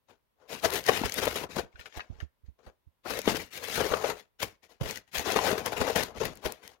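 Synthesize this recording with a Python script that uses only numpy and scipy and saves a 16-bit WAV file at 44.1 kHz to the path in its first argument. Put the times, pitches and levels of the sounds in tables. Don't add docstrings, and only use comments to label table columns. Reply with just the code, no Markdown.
import sys
import numpy as np
from scipy import signal
from scipy.io import wavfile
from scipy.ndimage import uniform_filter1d

SR = 44100
rng = np.random.default_rng(int(sys.argv[2]) if len(sys.argv) > 2 else 0)


def wav_out(sig):
    wavfile.write(sys.argv[1], SR, np.round(np.clip(np.atleast_2d(sig).T, -1, 1) * 32767).astype(np.int16))


N = 299880
TAPS = 4096
FREQS = np.fft.rfftfreq(TAPS, 1 / SR)

# frequency_hz, gain_db
AIR_SPECTRUM = [(18, -36), (30, 1.5), (90, -3.5), (336, -14.5), (526, -11.5), (740, -18), (988, -13),
                (1220, -19), (3400, -23.5), (7270, -32.5), (16000, -23)]
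# peak_s, level_db, pitch_hz
DESK_THUMPS = [(0.654, -29, 75), (1.052, -24.5, 66), (1.655, -42.5, 70), (1.751, -43.5, 66),
               (1.797, -42.5, 65), (1.976, -31.5, 70), (2.105, -41, 212), (2.107, -28, 85),
               (2.127, -37, 57), (2.155, -43, 55), (2.19, -44, 57), (2.23, -45, 201), (2.231, -23.5, 68),
               (2.444, -41, 71), (2.488, -34, 63.5), (2.675, -38.5, 65.5), (2.875, -43, 76),
               (3.80, -34.5, 65), (3.915, -30, 60), (4.818, -19, 132), (4.828, -29, 60), (4.86, -32.5, 65),
               (5.185, -30.5, 60), (5.811, -24, 75), (6.458, -28, 63)]
# frequency_hz, level_db, t60_s
BRICK_MODES = [(1510, 1, 0.019), (1730, -7.5, 0.022), (2040, -8.5, 0.012), (2390, -7.5, 0.034),
               (2690, -3, 0.012), (3020, -9, 0.014), (3540, -13, 0.013), (4160, -12, .022),
               (5390, -14, 0.017)]
# start_s, level_db, pitch_ratio
BRICK_CLACKS = [(1.727, -55, 1.45), (1.757, -41, 0.99), (1.794, -37.5, 1.2), (1.811, -33.5, 0.97),
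                (1.8578, -26.5, 0.97), (1.865, -34, 0.91), (1.925, -41, 1.2), (1.995, -25.5, 0.71),
                (2.005, -24.5, 1.08), (2.2023, -31, 1.17), (2.21, -39, 0.92)]
# start_s, snap_level_db, clack_level_db
PLASTIC_TICKS = [(0.7036, -30, -28), (0.7362, -25, -28), (0.8389, -39.5, -36.5), (0.8642, -28, -26.5),
                 (1.0573, -29.5, -37), (1.0959, -34, -31.5), (1.1209, -33, -25), (1.1404, -22, -30.5),
                 (1.254, -23, -30.5), (1.3428, -35, -34), (1.3604, -28, -29), (3.1894, -25, -28.5),
                 (3.2158, -34.5, -33.5), (3.575, -34, -35), (4.9087, -31, -30.5), (4.9576, -38, -33),
                 (4.973, -36, -34), (5.1824, -27, -22.5), (5.3196, -26, -24), (5.5064, -28, -55),
                 (5.66, -24.5, -28.5), (6.0337, -25.5, -29), (6.253, -26, -32), (6.354, -42, -55),
                 (6.3719, -45, -42), (6.5212, -28, -32.5), (6.6762, -38.5, -37.5)]
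# frequency_hz, gain_db
SNAP_SPECTRUM = [(2000, -32.5), (6000, -12), (8000, -3), (12000, 2.5), (16000, -6)]
# frequency_hz, gain_db
CLACK_SPECTRUM = [(300, -32), (1200, -16), (1900, 0.5), (3500, -4), (6500, 1), (8000, -14), (16000, -41.5)]
# centre_hz, width_hz, lift_db
HOUSING_RESONANCES = [(235.8, 58, 1.5), (424, 97, 4.5), (493, 100, 3.5), (627, 13, 6), (738, 54, 2),
                      (1010, 60, 1.5), (1200, 65, -1), (1280, 39, 0.5), (1900, 120, 1.5), (2840, 270, 1),
                      (5425, 300, 2.5), (6800, 1600, 7.5)]
# frequency_hz, gain_db
FRICTION_SPECTRUM = [(40, -20.5), (90, -9), (150, -4.5), (260, -3.5), (350, -1.5), (700, 0.5), (1200, -4),
                     (2200, -3.5), (4000, -8), (7000, -16.5), (7700, -20.5), (16000, -15.5)]
# frequency_hz, gain_db
ROCKING_SPECTRUM = [(15, -18.5), (40, -8.5), (68, -2), (100, -3.5), (160, -18.5), (400, -54.5)]
# frequency_hz, loss_db
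PORT_SHADOW = [(100, 6.5), (200, 13), (440, 13.5), (1000, 15.5), (2300, 15.5), (3300, 12.5), (6200, 15),
               (8000, 19), (8900, 3), (10300, 5), (11800, -6.5), (13000, 6), (14500, 13.5), (16000, 23.5)]
# frequency_hz, correlation
PORT_CORRELATION = [(100, 0.69), (280, 1), (640, 0.9), (1400, 0.29), (3000, 0.067), (7000, 0.049)]
# start_s, level_db, pitch_hz
HOUSING_KNOCKS = [(0.8875, -11.5, 1740), (0.8915, -8.5, 480), (0.8936, -13.5, 1102), (1.014, -17, 255),
                  (1.0358, -18, 880), (1.0372, -21, 250), (1.2696, -12, 484), (1.2763, -12, 564),
                  (1.567, -20, 222), (1.587, -17.5, 400), (3.191, -23.5, 553), (3.276, -6, 410),
                  (3.2785, -16, 200), (3.3462, -20.5, 336), (3.9369, -13.5, 495), (3.939, -13, 1175),
                  (4.045, -16, 620), (4.811, -24, 485), (5.3604, -10.5, 426), (5.3611, -13, 1220),
                  (5.371, -15, 290), (5.3888, -11.5, 1010), (5.5122, -15, 650), (5.528, -18, 217),
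                  (5.578, -21, 408), (5.877, -17, 514), (5.961, -19, 190)]
# peak_s, half_length_s, slip_rate_hz, level_db
SLEEVE_JUDDERS = [(0.651, 0.011, 675, -19.5), (5.904, 0.0064, 446, -24), (6.216, 0.0082, 450, -23.5)]
# extra_weight_db, extra_fizz_db, curve of (time_s, level_db, scratchiness_db)
# Scratchiness is the drive of the high scratch relative to level_db.
SLEEVE_DRAGS = [(-1.5, 0.5, [(0.48, -70, 10), (0.496, -46, 0.5), (0.532, -35, -0.5), (0.572, -43.5, -3),
                (0.6, -54, 11)]), (2, 2.5, [(0.6, -51, -11), (0.624, -48.5, 1), (0.636, -31, -4),
                (0.696, -34.5, -6.5), (0.76, -30, 2.5), (0.832, -50, 1.5)]), (1, 0, [(0.836, -60, 7),
                (0.868, -37.5, 6.5), (0.912, -29, -4.5), (0.96, -33.5, 5), (1.012, -33.5, -3),
                (1.108, -44, 2)]), (2.5, 0.5, [(1.112, -47, 4), (1.16, -41.5, 7), (1.188, -28.5, 1.5),
                (1.204, -38, 0), (1.228, -28.5, -1), (1.34, -40, 0), (1.376, -38, 4.5), (1.44, -34.5, -7),
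                (1.484, -57, -16)]), (6.5, -2, [(1.492, -46, -9), (1.512, -46, 0.5), (1.528, -49, 3),
                (1.608, -41, -1), (1.7, -69, -16)]), (-6, -7, [(1.72, -67.5, -6.5), (1.816, -61, 6.5),
                (1.88, -57.5, -4), (1.916, -74, 11), (1.96, -39.5, -5.5), (2.08, -64.5, -6),
                (2.164, -60, -7), (2.232, -60, 1), (2.28, -83, -7)]), (2, -0.5, [(3.036, -70.5, 0),
                (3.048, -51, -3), (3.084, -38, 1.5), (3.18, -37, 0), (3.232, -54.5, 8)]),
                (5.5, 0.5, [(3.236, -46.5, -1), (3.296, -26.5, 0.5), (3.336, -35, -1.5), (3.344, -33, -7),
                (3.412, -43.5, 5), (3.5, -70, 5.5)]), (0, 1, [(3.508, -63, 9.5), (3.552, -47, 10.5),
                (3.612, -45, 0), (3.768, -37, 8.5), (3.78, -23, -5.5), (3.824, -32, -6.5),
                (3.852, -24.5, -7.5), (3.9, -40, 1.5)]), (-1, -1, [(3.9, -34, -5), (3.92, -24.5, -9.5),
                (4.0, -35.5, -6.5), (4.104, -27.5, -4), (4.152, -45.5, -7.5), (4.196, -52.5, 4),
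                (4.28, -83, -0.5)]), (4.5, 1.5, [(4.392, -64.5, -1), (4.428, -30, 4.5),
                (4.444, -35.5, -0.5), (4.452, -44.5, 4), (4.56, -72, 0.5)]), (3.5, 0, [(4.8, -58, -12),
                (4.812, -38, -4.5), (4.916, -40, 4), (4.944, -50.5, 5), (4.972, -48, 7.5),
                (5.04, -73.5, -2)]), (1, 0, [(5.116, -69.5, 10), (5.152, -33, 4.5), (5.188, -40.5, 8.5),
                (5.196, -30, 0.5), (5.24, -46.5, -2)]), (-1, -1.5, [(5.24, -48.5, 0), (5.26, -26.5, -5.5),
                (5.316, -28, 0), (5.348, -31.5, -3.5), (5.432, -28, -4.5), (5.472, -23, -2),
                (5.556, -31.5, -8.5), (5.628, -35.5, -8.5)]), (4, -3.5, [(5.632, -38, -9.5),
                (5.684, -36.5, -0.5), (5.716, -42, -6.5), (5.816, -28, -7), (5.94, -41, 1)]),
                (3.5, -1.5, [(5.94, -43, -16), (5.98, -28.5, -1), (6.036, -32, 0.5), (6.044, -40, 2.5),
                (6.128, -48.5, -12.5)]), (9.5, -4.5, [(6.132, -54, -14), (6.176, -36, -5), (6.196, -63, 16),
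                (6.204, -34.5, -1), (6.236, -33, -4.5), (6.408, -60.5, -2.5)]), (-1.5, 0, [(6.412, -59, -4),
                (6.46, -23.5, -6), (6.476, -35.5, -1), (6.496, -34, -12.5), (6.552, -56, 2),
                (6.608, -60.5, -6), (6.64, -51, 1.5), (6.744, -59, -1.5), (6.788, -72, -18)])]
# peak_s, level_db, scratchiness_db
SLEEVE_SNAGS = [(0.65, -20, 0), (0.889, -16.5, -6.5), (1.057, -29.5, 0.5), (1.36, -30, -2.5),
                (1.565, -26.5, -4.5), (1.587, -23, -7.5), (1.973, -39, -2), (3.06, -28.5, -17.5),
                (3.108, -27, -3), (3.284, -26, -12), (3.36, -35.5, 7), (3.642, -41.5, 12),
                (3.807, -18.5, -7.5), (4.044, -25, -15.5), (1.8, -51.5, 3), (1.861, -49.5, 3),
                (2.206, -54, 0), (4.404, -41, 5), (5.366, -20, -7.5), (5.514, -25, -2.5), (5.582, -31, 0),
                (5.662, -25, -4), (5.725, -26, -7.5), (5.771, -29, -4.5), (5.813, -21, -8.5),
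                (5.875, -20, -10.5), (5.899, -27, -5.5), (5.962, -19.5, -2.5), (6.215, -30, -12.5),
                (6.252, -34, 3.5)]
# peak_s, length_s, level_db, scratchiness_db
SLEEVE_BRUSHES = [(0.098, 0.053, -54, -7), (0.426, 0.13, -58, -11.5), (2.463, 0.042, -77.5, 6.5),
                  (2.594, .035, -59, -10.5), (2.648, 0.066, -58, -6.5), (2.671, 0.031, -44.5, -13),
                  (4.638, .04, -59.5, 3), (4.705, 0.062, -57, -0.5), (5.08, 0.033, -67, 5)]


def amp(db):
    return 10 ** (np.asarray(db) / 20)


def unit(x):
    return x / np.sqrt(np.mean(x ** 2) + 1e-20)


def curve_at_freqs(points):
    hz, value = np.transpose(points)
    return np.interp(np.log(FREQS + 1), np.log(hz), value)


def add(mix, start_s, sound):
    part = mix[..., max(round(start_s * SR), 0):][..., :sound.shape[-1]]
    part += sound[..., :part.shape[-1]]


def colour(x, gain):
    log_gain = np.log(np.maximum(gain, 1e-5 * gain.max()))
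    mirrored = np.r_[log_gain, log_gain[-2:0:-1]]
    response = np.fft.ifft(np.exp(np.conj(signal.hilbert(mirrored)))).real
    return signal.oaconvolve(x, response)[:len(x)]


def band(low_hz, high_hz, order=6):
    return 1 / np.sqrt((1 + (low_hz / (FREQS + 1)) ** (2 * order)) * (1 + (FREQS / high_hz) ** (2 * order)))


def flutter(seconds):
    return unit(signal.oaconvolve(rng.standard_normal(N), np.hanning(int(2 * seconds * SR)), "same"))


def far_port(x, lead_s=0.000153):
    return np.interp(np.arange(N) + lead_s * SR, np.arange(N), x)


def room_air(level_db=-79):
    gain = amp(curve_at_freqs(AIR_SPECTRUM)) * band(45, 18000, order=1)
    hush = np.array([unit(colour(rng.standard_normal(N), gain)) for port in range(2)])
    return amp(level_db) * amp([[0.5], [-0.5]]) * hush


def reverberation(x, t60_s, wet_db):
    t = np.arange(SR // 2) / SR
    decay = amp(-60 * t / t60_s)
    tails = [colour(rng.standard_normal(len(t)), band(332, 2220, order=1)) * decay for port in range(2)]
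    wet = [signal.oaconvolve(x[0], tail / np.linalg.norm(tail))[:N] for tail in tails]
    return amp(wet_db) * np.array(wet)


def desk_thumps(rise_s=0.0066, decay_cycles=0.84, left_db=-17, thud_db=-17):
    swings, force = np.zeros((2, N))
    t = np.arange(-SR // 20, SR // 5) / SR
    for peak_s, db, hz in DESK_THUMPS:
        envelope = amp(db) * np.where(t < 0, np.exp(-(t / rise_s) ** 2), np.exp(-abs(t) * hz / decay_cycles))
        add(swings, peak_s + t[0], envelope * np.cos(2 * np.pi * hz * t))
        add(force, peak_s + t[0], envelope)
    thud = unit(colour(rng.standard_normal(N), band(50, 170, order=2)))
    right = swings + amp(thud_db) * force * thud
    return np.array([-amp(left_db) * right, right])


def brick_clacks(gain_db=-5, right_db=-10, scrape_db=-1, scrape_s=0.0083, rise_s=0.00037):
    out, t = np.zeros((2, N)), np.arange(TAPS) / SR
    hz, mode_db, t60_s = np.transpose(BRICK_MODES)[:, :, None]
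    for start_s, blow_db, pitch_ratio in BRICK_CLACKS:
        touch_db = 2 * rng.standard_normal(hz.shape)
        phase_cycles = rng.random((2, *hz.shape))
        modes = np.sin(2 * np.pi * (hz * pitch_ratio * t + phase_cycles))
        ring = (amp(mode_db + touch_db - 60 * t / t60_s) * modes).sum(1)
        scrape = rng.standard_normal(TAPS) * np.exp(-t / scrape_s)
        blow = (t == 0) + amp(scrape_db) * scrape / np.linalg.norm(scrape)
        clack = signal.oaconvolve(ring * np.minimum(t / rise_s, 1), blow[None], axes=1)
        add(out, start_s, amp(blow_db + gain_db) * amp([[0], [right_db]]) * clack)
    return out


def plastic_ticks(rise_s=0.0013, snap_gain_db=-4.5, snap_pan_db=4, clack_right_db=-11):
    snaps, clacks = np.zeros((2, 2, N))
    t = np.arange(1024) / SR
    envelope = (t / rise_s) ** 2 * np.exp(2 * (1 - t / rise_s))
    snap_pan = amp([[snap_pan_db / 2], [-snap_pan_db / 2]])
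    for start_s, snap_db, clack_db in PLASTIC_TICKS:
        burst = envelope * rng.standard_normal((2, len(t)))
        add(snaps, start_s, burst * amp(snap_db + snap_gain_db) * snap_pan)
        add(clacks, start_s, burst * amp([[clack_db], [clack_db + clack_right_db]]))
    snap_gain = unit(amp(curve_at_freqs(SNAP_SPECTRUM)))
    clack_gain = unit(amp(curve_at_freqs(CLACK_SPECTRUM)))
    return np.array([colour(snaps[port], snap_gain) + colour(clacks[port], clack_gain) for port in range(2)])


def housing_gain():
    lift_db = sum(db / (1 + (2 * (FREQS - hz) / width) ** 2) for hz, width, db in HOUSING_RESONANCES)
    return amp(curve_at_freqs(FRICTION_SPECTRUM) + lift_db)


def housing_knocks(rise_cycles=0.42, decay_s=0.0031, crack_db=-8, right_db=-11):
    swing, crack = np.zeros((2, N))
    t = np.arange(TAPS) / SR
    for start_s, db, hz in HOUSING_KNOCKS:
        rise_s = rise_cycles / hz
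        envelope = amp(db) * np.minimum(t / rise_s, 1) * np.exp(-np.maximum(t - rise_s, 0) / decay_s)
        add(swing, start_s, envelope * np.sin(2 * np.pi * hz * t))
        add(crack, start_s, envelope * rng.standard_normal(TAPS))
    left = swing + amp(crack_db) * colour(crack, unit(housing_gain() * band(111.4, 4000, order=4)))
    return np.array([left, amp(right_db) * far_port(left)])


def sleeve_judders(jitter=0.046, overtone_db=-13, right_db=-11):
    left, t = np.zeros(N), np.arange(N) / SR
    waver = 1 + jitter * flutter(seconds=0.002)
    for peak_s, half_length_s, hz, db in SLEEVE_JUDDERS:
        phase = 2 * np.pi * np.cumsum(hz * waver) / SR
        squeak = unit(np.sin(phase) + amp(overtone_db) * np.sin(2 * phase))
        left += amp(db) * np.exp(-((t - peak_s) / half_length_s) ** 2) * squeak
    return np.array([left, amp(right_db) * far_port(left)])


def fibre_slips(per_s, spread_db, smooth_share):
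    impulses = (rng.random(N) < per_s / SR) * rng.choice([-1, 1], N)
    sizes = amp(spread_db * np.minimum(rng.exponential(1, N), 4))
    sliding = unit(rng.standard_normal(N))
    return np.sqrt(1 - smooth_share) * unit(impulses * sizes) + np.sqrt(smooth_share) * sliding


def wandering_contact(x, depth_db):
    frames = dict(nperseg=1024, noverlap=768)
    spectra = signal.stft(x, **frames)[2]
    smoothing = np.outer(np.hanning(9), np.hanning(8))
    patches = unit(signal.fftconvolve(rng.standard_normal(spectra.shape), smoothing, "same"))
    return unit(signal.istft(spectra * amp(depth_db * np.clip(patches, -2, 2)), **frames)[1][:N])


def steadied(x, window_samples=700):
    return x / np.sqrt(np.abs(uniform_filter1d(x ** 2, window_samples)) + 1e-9)


def swell(since_peak_s, rise_s, fall_s):
    return np.exp(-(abs(since_peak_s) / np.where(since_peak_s < 0, rise_s, fall_s)) ** 1.5)


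def contact_gains(body_db, scratchiness_db, extra_weight_db, extra_fizz_db=0):
    weight_db = extra_weight_db - 15.5 + 0.93 * (body_db + 0.37 * scratchiness_db)
    scratch_db = body_db + scratchiness_db
    fizz_db = scratch_db - 8 + extra_fizz_db
    return amp([weight_db, body_db, scratch_db, fizz_db]).reshape(4, -1)


def sleeve_forces(land_db_per_s=3001.5, lift_db_per_s=901.5, fizz_gate_db=-63.5):
    samples = np.arange(0, N, 32)
    t, force = samples / SR, np.zeros((4, len(samples)))
    for extra_weight_db, extra_fizz_db, curve in SLEEVE_DRAGS:
        times, db, scratchiness = np.transpose(curve)
        fade_db = land_db_per_s * np.maximum(times[0] - t, 0) + lift_db_per_s * np.maximum(t - times[-1], 0)
        body_db = np.interp(t, times, db) - fade_db
        drag = contact_gains(body_db, np.interp(t, times, scratchiness), extra_weight_db, extra_fizz_db)
        force = np.maximum(force, drag)
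    for peak_s, db, scratchiness in SLEEVE_SNAGS:
        envelope = swell(t - peak_s, rise_s=0.006, fall_s=0.015)
        force = np.hypot(force, contact_gains(db, scratchiness, extra_weight_db=-1.5) * envelope)
    for peak_s, length_s, db, scratchiness in SLEEVE_BRUSHES:
        envelope = swell(t - peak_s, rise_s=0.23 * length_s, fall_s=0.77 * length_s)
        force = np.hypot(force, contact_gains(db, scratchiness, extra_weight_db=-1) * envelope)
    weight, body, scratch, fizz = [np.interp(np.arange(N), samples, row) for row in force]
    fizz_gate = scratch / np.hypot(scratch, amp(fizz_gate_db))
    return weight, body, scratch, fizz * fizz_gate


def rubbed_housing(force, slips, band_gain):
    near, far = force * slips[0], force * slips[1]
    gain = unit(housing_gain() * band_gain)
    correlation = np.clip(curve_at_freqs(PORT_CORRELATION), 0.01, 0.99)
    shadowed = gain * amp(-curve_at_freqs(PORT_SHADOW))
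    shared = far_port(colour(near, shadowed * correlation), lead_s=0.00022)
    independent = colour(far, shadowed * np.sqrt(1 - correlation ** 2))
    return np.array([colour(near, gain), shared + independent])


def sleeve_friction():
    weight, body, scratch, fizz = sleeve_forces()
    grip = unit(amp(1.7 * flutter(seconds=0.004)))
    slips = [wandering_contact(fibre_slips(per_s=1100, spread_db=2, smooth_share=0.35), depth_db=2.5)
             for port in range(2)]
    coarse = [grip * steadied(colour(x, band(30, 2240, order=3))) for x in slips]
    fine = [grip * wandering_contact(fibre_slips(per_s=5000, spread_db=1.5, smooth_share=0.4), depth_db=3)
            for port in range(2)]
    rubbing = amp(-8) * rubbed_housing(weight, coarse, band(30, 297))
    rubbing += amp(-10.5) * rubbed_housing(body, coarse, band(329, 1560))
    rubbing += rubbed_housing(scratch, fine, band(1480, 7530))
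    rubbing += amp(-2.93) * rubbed_housing(fizz, fine, band(7630, 15700, order=12))
    rocking_gain = unit(amp(curve_at_freqs(ROCKING_SPECTRUM)) * band(34, 500, order=2))
    rocking = colour(weight * rng.standard_normal(N), rocking_gain)
    return rubbing + amp([[-17], [-3.5]]) * rocking


def scene():
    handling = sleeve_friction() + sleeve_judders() + housing_knocks() + plastic_ticks() + brick_clacks()
    return handling + reverberation(handling, t60_s=0.28, wet_db=-27) + desk_thumps() + room_air()


def record(dry):
    low_pass = signal.firwin(511, 16100, window=("kaiser", 9), fs=SR)
    return signal.oaconvolve(dry, low_pass[None], "same")


dry = scene()
out = record(dry)
wav_out(out)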